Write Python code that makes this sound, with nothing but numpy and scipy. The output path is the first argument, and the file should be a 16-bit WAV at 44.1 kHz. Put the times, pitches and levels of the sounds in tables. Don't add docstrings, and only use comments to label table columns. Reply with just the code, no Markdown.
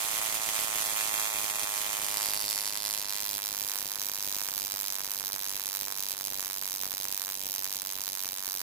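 import sys
import numpy as np
from scipy import signal
from scipy.fft import rfft, irfft
from scipy.io import wavfile
from scipy.ndimage import uniform_filter1d

SR = 44100
rng = np.random.default_rng(int(sys.argv[2]) if len(sys.argv) > 2 else 0)


def store_pcm(level_fs):
    pcm = np.round(np.clip(level_fs, -1, 1) * 32767).astype(np.int16)
    wavfile.write(sys.argv[1], SR, np.atleast_2d(pcm).T)


def voltage_ratio(level):
    return 10 ** (np.asarray(level, float) / 20)


N = 380141

THUD_FOLLOWS = 0.3


def butter_filter(x, order, hz, kind):
    return signal.sosfilt(signal.butter(order, hz, kind, fs=SR, output="sos"), x)


def coloured(x, table, column):
    rows, size = np.array(table), 2048
    hz = np.maximum(np.arange(size // 2 + 1) * SR / size, 1)
    level_db = np.interp(np.log(hz), np.log(rows[:, 0]), rows[:, column])
    cepstrum = irfft(np.log(voltage_ratio(level_db)))
    cepstrum[1:size // 2] *= 2
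    cepstrum[size // 2 + 1:] = 0
    return signal.oaconvolve(x, irfft(np.exp(rfft(cepstrum))))[:N]


def clicks(times, sizes):
    at = np.ravel(times)[:, None] * SR
    taps = np.floor(at).astype(int) + np.arange(-8, 9)
    shape = np.sinc(taps - at) * np.cos(np.pi * (taps - at) / 18) ** 2
    pulses = np.ravel(sizes)[:, None] * shape
    return np.bincount(np.clip(taps, 0, N).ravel(), pulses.ravel(), N + 1)[:N]


def dying_noise(train, t60_s):
    keep = voltage_ratio(-120 / (t60_s * SR))
    start = [np.mean(train[:SR // 10] ** 2) * keep]
    power = signal.lfilter([1 - keep], [1, -keep], train ** 2, zi=start)[0]
    return np.sqrt(power) * rng.standard_normal(N)


def room_floor():
    rumble = butter_filter(rng.standard_normal((2, N)), 2, [20, 220], "band")
    murmur = butter_filter(rng.standard_normal((2, N)), 2, [150, 600], "band")
    rumble = voltage_ratio(-74) * rumble / rumble.std() * voltage_ratio([[-5], [3]])
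    return rumble + voltage_ratio(-66.5) * murmur / murmur.std()


def pickup(times, sizes):
    luck = np.clip(rng.standard_normal((len(times), 2)), -2.5, 2.5)
    even_sizes = sizes ** THUD_FOLLOWS
    jolt_sizes = even_sizes * voltage_ratio(-11.5 + 0.09 * times)
    left_luck = voltage_ratio(-27) * (0.18 * luck[:, 0] + luck[:, 1])
    jolts = [clicks(times - 0.0003, jolt_sizes * side) for side in (left_luck, luck[:, 0])]
    pull_late_s = -0.00013
    pull = clicks(times + pull_late_s, -even_sizes * voltage_ratio(-14 - times))
    pull = butter_filter(pull, 2, 750, "low") * voltage_ratio([[-5], [0]])
    return butter_filter(jolts, 2, 2110, "low") + pull


def room(train):
    t60_s, walls_share = 0.19, 0.42
    walls = rng.standard_normal(SR // 4) * voltage_ratio(-60 * np.arange(SR // 4) / SR / t60_s)
    walls[:SR // 300] = 0
    walls /= np.sqrt(np.sum(walls ** 2))
    lead_in = round(45 / RHYTHM[0][1] * SR)
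    alike = signal.oaconvolve(np.r_[train[:lead_in], train], walls)[lead_in:lead_in + N]
    alike = butter_filter(alike, 2, 1300, "high")
    return np.sqrt(walls_share) * alike + np.sqrt(1 - walls_share) * dying_noise(train, t60_s)


# pitch_hz, left_db, right_db
ROOM_COLOUR = [(150, -47, -57), (400, -11, -2), (700, -6, -6.5), (1000, -16, -13.5), (1460, -13.5, -18),
               (2050, -12, -11.5), (2640, -16, -9), (3670, -17.5, -9), (4800, -17, -9.5),
               (5400, -12, -13.5), (6360, -11.5, -10.5), (7700, -12, -8), (8500, -16, -8),
               (10000, -28, -6.5), (11200, -27, -8), (12500, -24, -8.5), (14000, -24, -13),
               (14800, -40, -11), (15400, -48, -23), (16600, -60, -12)]


def room_tail(side, times, sizes):
    tail = coloured(room(clicks(times, sizes)), ROOM_COLOUR, side + 1)
    return butter_filter(tail, 2, 900, "high")


def smear(train, level_db):
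    width_s = 0.0048
    bell = np.hanning(int(width_s * SR) + 3) ** 2
    power = np.convolve(train ** 2, bell / bell.sum(), "same")
    return voltage_ratio(level_db) * np.sqrt(power) * rng.standard_normal(N)


def clutter(side, crack):
    scatter = voltage_ratio(-12) * dying_noise(crack, 0.02) + smear(crack, (0, -8.5)[side])
    return butter_filter(scatter, 2, (2800, 2600)[side], "high")


# delay_side_on_ms, delay_facing_ms, left_db, right_db, fade_db_per_pose_step
MIRRORS = [(.9, 1.3, -13, -7, -5), (1.55, 2.3, -16, -9, -6), (2.95, 3.06, -17, -6.5, -3.5),
           (7.5, 7.8, -20, -8, -5.5)]


def mirrored(side, times, sizes, pose):
    echoes = np.zeros(N)
    for side_on_ms, facing_ms, *level_db, fade_db in MIRRORS:
        delay_s = (side_on_ms + (facing_ms - side_on_ms) * pose / 2) / 1000
        echoes += clicks(times + delay_s, sizes * voltage_ratio(level_db[side] + fade_db * pose))
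    return echoes


# time_s, pose (0 side-on, 1 passing, 2 facing), direct_db, room_db
PHONE_PATH = [(0, 0.045, 4, 1.5), (0.7, 0.05, 4.5, 0.5), (1.2, 0.056, 6, 0.5), (1.7, 0.14, 4.5, -1.5),
              (2.05, 0.23, 4, -3), (2.2, 0.65, 8.5, -2), (2.6, 1.11, 6.5, -6.5), (3.1, 1.36, 4, -9.5),
              (3.4, 1.63, 0.5, -10.5), (3.9, 1.85, -2.5, -12), (4.4, 2, -2, -9.5), (5.3, 1.93, -2.5, -12),
              (6.2, 1.89, -3, -12), (7.4, 2.13, -3.5, -13.5), (8.62, 2.2, -3, -13.5)]


def heard_by(side, mic, lag_ms, times, sizes, evened):
    path_s, *columns = np.transpose(PHONE_PATH)
    pose, direct_db, room_db = [np.interp(times, path_s, column) for column in columns]
    pose = np.clip(pose, 0, 2)
    times = times + lag_ms / 1000
    near = np.zeros(N)
    for k in range(3):
        share = np.clip(1 - np.abs(pose - k), 0, 1) * sizes * voltage_ratio(direct_db)
        crack = clicks(times, share)
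        thud = signal.lfilter(*signal.butter(1, 2600, fs=SR), clicks(times, share * (evened - 1)))
        sound = crack + thud + clutter(side, crack) + mirrored(side, times, share, pose)
        near += coloured(sound, mic, k + 1)
    notch_hz, notch_width_hz = 12500, 300
    notched = signal.lfilter(*signal.iirnotch(notch_hz, notch_hz / notch_width_hz, SR), near)
    near += 0.65 * (notched - near)
    return near + room_tail(side, times, sizes * voltage_ratio(room_db + 7))


def long_port(x, hz, width_hz):
    r = np.exp(-np.pi * width_hz / SR)
    poles = [1, -2 * r * np.cos(2 * np.pi * hz / SR), r * r]
    return signal.lfilter(poles[::-1], poles, x)


# pitch_hz, side_on_db, passing_db, facing_db
LEFT_COLOUR = [(89, -19, -25, -21), (525, -14.5, -21, -19.5), (580, -9, -13.5, -9.5),
               (702, -10, -14.5, -12.5), (805, -2, -18, -14), (854, -0.5, -8, -6.5), (1010, -7, -13, -4.5),
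               (1136, -4.5, -13.5, -4.5), (1350, -9, -15.5, -9.5), (2020, -3.5, -10.5, -7),
               (2710, -11.5, -14, -10.5), (3780, -19.5, -18.5, -27), (4900, -23, -7.5, -2.5),
               (5340, -29, -13, -14.5), (5770, -21, -24, 0.5), (6440, -13, -22, -4.5),
               (7060, -14, -10, -10), (8700, -16, -22, -8.5), (10000, -15.5, -15, -12),
               (11300, -15, -23, -12), (12500, -20, -16, -10.5), (13900, -30, -23, -17.5),
               (15000, -42, -38, -19), (16300, -62, -64, -25)]


def left_microphone(cluster, evened):
    sound = heard_by(0, LEFT_COLOUR, -0.31, *cluster, evened)
    sound = signal.lfilter(*signal.butter(2, 594, "high", fs=SR), sound)
    return long_port(sound, hz=1575, width_hz=2180)


# pitch_hz, side_on_db, passing_db, facing_db
RIGHT_COLOUR = [(101, -77, -75, -52), (360, -26, -30, -25), (840, -16.5, -33, -30), (1460, -19.5, -35, -15),
                (1880, -16.5, -13.5, -14), (2260, -6.5, -17, -8), (3240, -8.5, -13, -5),
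                (3920, -8, -8.5, 0), (4500, -16.5, -5, -1.5), (5230, -13.5, -9.5, -1), (5400, -14, -6, -2),
                (5770, -10.5, -8.5, -6), (6360, -8, -10.5, -2.5), (7800, -10.5, -16, -5),
                (9360, -9.5, -10, -6), (10870, -7, -5.5, 2.5), (12400, -5.5, -6.5, 4),
                (13400, -8, -6.5, 3.5), (15100, -8, -9, 3.5), (15500, -22, -18, -5), (15850, -50, -38, -20),
                (16550, -70, -60, -28)]


def right_microphone(cluster, evened):
    sound = heard_by(1, RIGHT_COLOUR, -0.26, *cluster, evened)
    return long_port(sound, hz=2156, width_hz=1870)


def arc(times, sizes, length_ms, kink_db, count=4):
    luck = rng.random((len(times), 2, count))
    trailing = np.arange(count) > 0
    lags_s = length_ms / 1000 * luck[:, 0] * trailing
    shares = voltage_ratio((kink_db - 12 * luck[:, 1]) * trailing)
    shares = shares / np.sqrt(np.sum(shares ** 1, axis=1, keepdims=True))
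    return times[:, None] + lags_s, sizes[:, None] * shares


# time_s, sparks_per_s
RHYTHM = [(0.0, 109.49), (0.146, 108.43), (0.292, 108.99), (0.438, 109.9), (0.584, 108.63), (0.731, 107.39),
          (0.877, 106.9), (1.023, 107.08), (1.169, 105.98), (1.315, 105.45), (1.461, 106.14),
          (1.607, 103.93), (1.753, 103.91), (1.899, 105.04), (2.045, 103.72), (2.192, 103.45),
          (2.338, 103.6), (2.484, 103.45), (2.63, 101.39), (2.776, 102.92), (2.922, 104.1), (3.068, 100.51),
          (3.214, 102.2), (3.36, 101.21), (3.506, 101.73), (3.653, 100.23), (3.799, 99.79), (3.945, 100.48),
          (4.091, 100.11), (4.237, 100.42), (4.383, 99.66), (4.529, 97.9), (4.675, 99.39), (4.821, 98.47),
          (4.967, 97.5), (5.114, 99.21), (5.26, 97.49), (5.406, 97.77), (5.552, 97.92), (5.698, 97.78),
          (5.844, 98.06), (5.99, 98.38), (6.136, 97.13), (6.282, 97.4), (6.428, 95.74), (6.575, 96.49),
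          (6.721, 94.79), (6.867, 95.76), (7.013, 96.46), (7.159, 97.49), (7.305, 95.77), (7.451, 96.43),
          (7.597, 95.82), (7.743, 97.66), (7.889, 95.72), (8.036, 96.89), (8.182, 95.04), (8.328, 94.55),
          (8.474, 95.84), (8.62, 93.83)]
# time_s, level_db (against the usual spark)
ODD_SPARKS = [(0.207, -5.5), (0.305, -5.5), (0.334, -6.0), (0.39, -6.5), (0.665, -6.0), (1.526, -5.0),
              (2.076, -5.0), (2.384, -7.0), (2.716, -7.0), (2.794, -6.0), (2.813, -5.0), (3.007, -6.5),
              (3.036, -5.5), (3.066, -6.0), (3.076, -5.0), (3.4, -5.5), (3.41, -5.5), (3.5, -5.0),
              (3.948, -5.0), (3.968, -8.0), (4.107, -8.5), (4.127, -6.0), (4.691, -5.0), (4.751, -6.5),
              (4.893, -6.0), (4.914, -6.0), (4.975, -6.0), (5.026, -8.5), (5.087, -5.5), (5.239, -6.0),
              (5.3, -6.5), (5.311, -5.5), (5.372, -7.0), (5.781, -5.0), (5.935, -7.0), (5.945, -6.0),
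              (6.159, -8.5), (6.231, -5.0), (6.293, -5.5), (6.49, -5.5), (6.594, -5.0), (6.604, -11.0),
              (6.793, -5.0), (6.887, -5.5), (6.898, -6.5), (6.96, -6.5), (6.991, -6.0), (7.064, -5.5),
              (7.074, -5.0), (7.187, -6.5), (7.571, -6.0), (7.686, -5.0), (7.83, -7.0), (7.84, -10.0),
              (7.944, -6.0), (7.996, -5.0), (8.027, -6.0), (8.111, -6.5), (8.353, -6.0), (8.415, -10.0),
              (0.114, 2.5), (0.298, 2.5), (0.417, 2.5), (0.563, 2.0), (0.59, 2.5), (0.757, 3.0),
             (0.785, 2.5), (0.823, 2.0), (1.443, 2.0), (1.5, 2.0), (1.557, 2.5), (1.595, 2.5), (1.931, 2.5),
             (2.066, 2.5), (2.085, 2.0), (2.336, 2.5), (2.5, 2.5), (2.559, 3.0), (2.774, 2.5), (2.861, 2.5),
             (2.91, 2.5), (3.125, 2.0), (3.203, 2.0), (3.381, 2.5), (3.46, 2.0), (3.588, 2.0), (3.627, 2.0),
             (3.688, 2.0), (3.758, 2.5), (3.787, 2.5), (3.918, 3.0), (3.997, 2.0), (4.017, 3.0),
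             (4.227, 3.0), (4.246, 2.5), (4.346, 2.0), (4.579, 2.5), (4.65, 2.0), (4.883, 2.5), (5.75, 3.0),
             (5.771, 2.5), (5.924, 2.5), (5.975, 2.0), (6.067, 2.0), (6.097, 2.5), (6.107, 3.0),
             (6.21, 2.5), (6.835, 3.0), (7.002, 2.5), (7.146, 2.5), (7.177, 2.5), (7.218, 2.0), (7.52, 3.0),
             (7.561, 3.0), (7.655, 2.5), (7.727, 3.0), (7.768, 2.5), (8.152, 2.5), (8.236, 2.0),
             (8.247, 2.0),
              (0.068, -4.0), (0.094, -4.5), (0.197, -4.0), (0.316, -4.0), (0.362, -3.5), (0.38, -4.5),
           (0.399, -4.5), (0.407, -5.0), (0.454, -3.5), (0.517, -4.0), (0.655, -3.5), (0.693, -4.5),
           (0.942, -4.0), (1.29, -4.5), (1.311, -4.5), (1.32, -3.5), (1.653, -3.5), (1.663, -3.5),
           (1.682, -4.0), (1.884, -4.5), (1.96, -3.5), (2.152, -4.5), (2.191, -5.0), (2.317, -4.0),
           (2.433, -4.5), (2.471, -3.5), (2.745, -3.5), (2.784, -4.0), (2.958, -4.0), (2.967, -3.5),
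           (3.115, -4.0), (3.837, -4.5), (3.938, -3.5), (3.977, -3.5), (3.987, -3.5), (4.077, -4.0),
           (4.377, -4.0), (5.077, -4.0), (5.29, -3.5), (5.383, -3.5), (5.587, -4.5), (5.648, -4.5),
           (5.893, -4.5), (6.076, -4.0), (6.149, -5.0), (6.313, -4.0), (7.094, -4.0), (7.156, -4.0),
           (7.364, -4.5), (7.385, -3.5), (7.447, -3.5), (7.478, -4.0), (7.613, -4.5), (7.778, -3.5),
           (7.809, -4.0), (7.882, -4.5), (7.965, -4.0), (7.975, -3.5), (8.142, -3.5), (8.162, -4.0),
              (0.343, 4.0), (0.49, 3.5), (1.197, 3.0), (1.634, 3.5), (1.769, 4.0), (1.778, 4.5), (1.817, 3.5),
         (1.864, 4.0), (2.018, 4.0), (2.047, 4.0), (2.172, 4.5), (2.578, 3.5), (2.676, 3.0), (2.938, 4.5),
         (2.948, 3.0), (3.698, 3.5), (3.807, 3.0), (3.958, 3.5), (4.067, 3.0), (4.087, 3.0), (4.903, 3.0),
         (5.117, 5.0), (5.331, 3.5), (5.566, 3.5), (5.658, 3.0), (5.669, 4.0), (5.812, 3.0), (6.005, 3.0),
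         (6.036, 3.5), (6.117, 4.0), (6.251, 4.0), (6.272, 3.5), (7.115, 3.5), (7.125, 3.0), (7.581, 4.0),
         (7.645, 4.5), (7.819, 5.0), (8.017, 3.5), (8.079, 3.5), (8.289, 3.0),
              (7.043, 4),
    (7.178, 4.5),
]


def sparks(jitter_ms, spread_db):
    s = np.arange(N) / SR
    fired = np.cumsum(np.interp(s, *np.transpose(RHYTHM))) / SR
    first_spark_s = 0.0039
    fired -= np.interp(first_spark_s, s, fired)
    times = np.interp(np.arange(int(fired[-1]) + 1), fired, s)
    luck, path = rng.standard_normal((len(times), 2)), rng.random((len(times), 2))
    times = times + jitter_ms / 1000 * signal.lfilter([1], [1, -0.5], luck[:, 0])
    short_path_share, short_path_db = 0.08, -1.5
    short_path = path[:, 1] < short_path_share
    level_db = spread_db * luck[:, 1] - short_path_db * np.log(path[:, 0]) * short_path
    odd_s, odd_db = np.transpose(ODD_SPARKS)
    nearest = np.abs(times - odd_s[:, None]).argmin(axis=1)
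    level_db[nearest] = 0.87 * odd_db
    return times, voltage_ratio(level_db)


def scene():
    times, sizes = sparks(jitter_ms=0.14, spread_db=1.2)
    cluster = arc(times, sizes, length_ms=0.24, kink_db=-10)
    evened = sizes[:, None] ** (THUD_FOLLOWS - 1)
    microphones = [left_microphone(cluster, evened), right_microphone(cluster, evened)]
    return np.array(microphones) + pickup(times, sizes) + room_floor()


# start_s, length_s
TOP_SPELLS = [(3.94, .07), (4.13, .05), (4.38, .03), (4.56, .04), (4.63, .04), (4.88, .07), (5.07, .06),
              (5.2, .07), (5.3, .04), (5.37, .04), (5.48, .1), (5.65, .03), (5.74, .07), (5.93, .06),
              (6.02, .1), (6.23, .18), (6.6, .03), (6.74, .07), (6.94, .08), (7.06, .14), (7.39, .38),
              (7.8, .23), (8.1, .09), (8.22, .05), (8.33, .06), (8.55, .07)]


def cut_top(x):
    narrow, wide = [signal.sosfilt(signal.ellip(10, 0.5, 70, hz, fs=SR, output="sos"), x)
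                    for hz in (15900, 16600)]
    s = np.arange(N) / SR
    kept = sum((s > start) & (s < start + length) for start, length in TOP_SPELLS)
    opened = uniform_filter1d(1. * (kept > 0), size=200)
    return narrow + opened * (wide - narrow)


# start_s, length_s, pitch_hz
DROPOUTS = [(.18, .03, 6050), (.65, .03, 2150), (.81, .03, 2250), (.84, .07, 2990), (1.0, .03, 2970),
            (1.025, .035, 2000), (1.1, .28, 2970), (1.51, .08, 2980), (1.53, .04, 2200), (1.62, .05, 2980),
            (1.67, .03, 2180), (1.88, .04, 3000)]


def drop_bands(x):
    centre, lost, s = x.mean(axis=0), np.zeros(N), np.arange(N) / SR
    half_width_hz, fade_s = 125, 0.01
    for start, length, hz in DROPOUTS:
        end = start + length
        near = slice(max(int((start - 0.05) * SR), 0), int((end + 0.05) * SR))
        band = signal.butter(3, [hz - half_width_hz, hz + half_width_hz], "band", fs=SR, output="sos")
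        gate = np.interp(s[near], [start - fade_s, start, end, end + fade_s], [0, 1, 1, 0])
        lost[near] += gate * signal.sosfiltfilt(band, centre[near])
    return x - lost


def roll_off(x):
    return signal.sosfilt(signal.butter(12, 16640, fs=SR, output="sos"), x)


def record(dry):
    mix = drop_bands(cut_top(dry))
    return roll_off(mix)


dry = scene()
out = record(dry)
store_pcm(out)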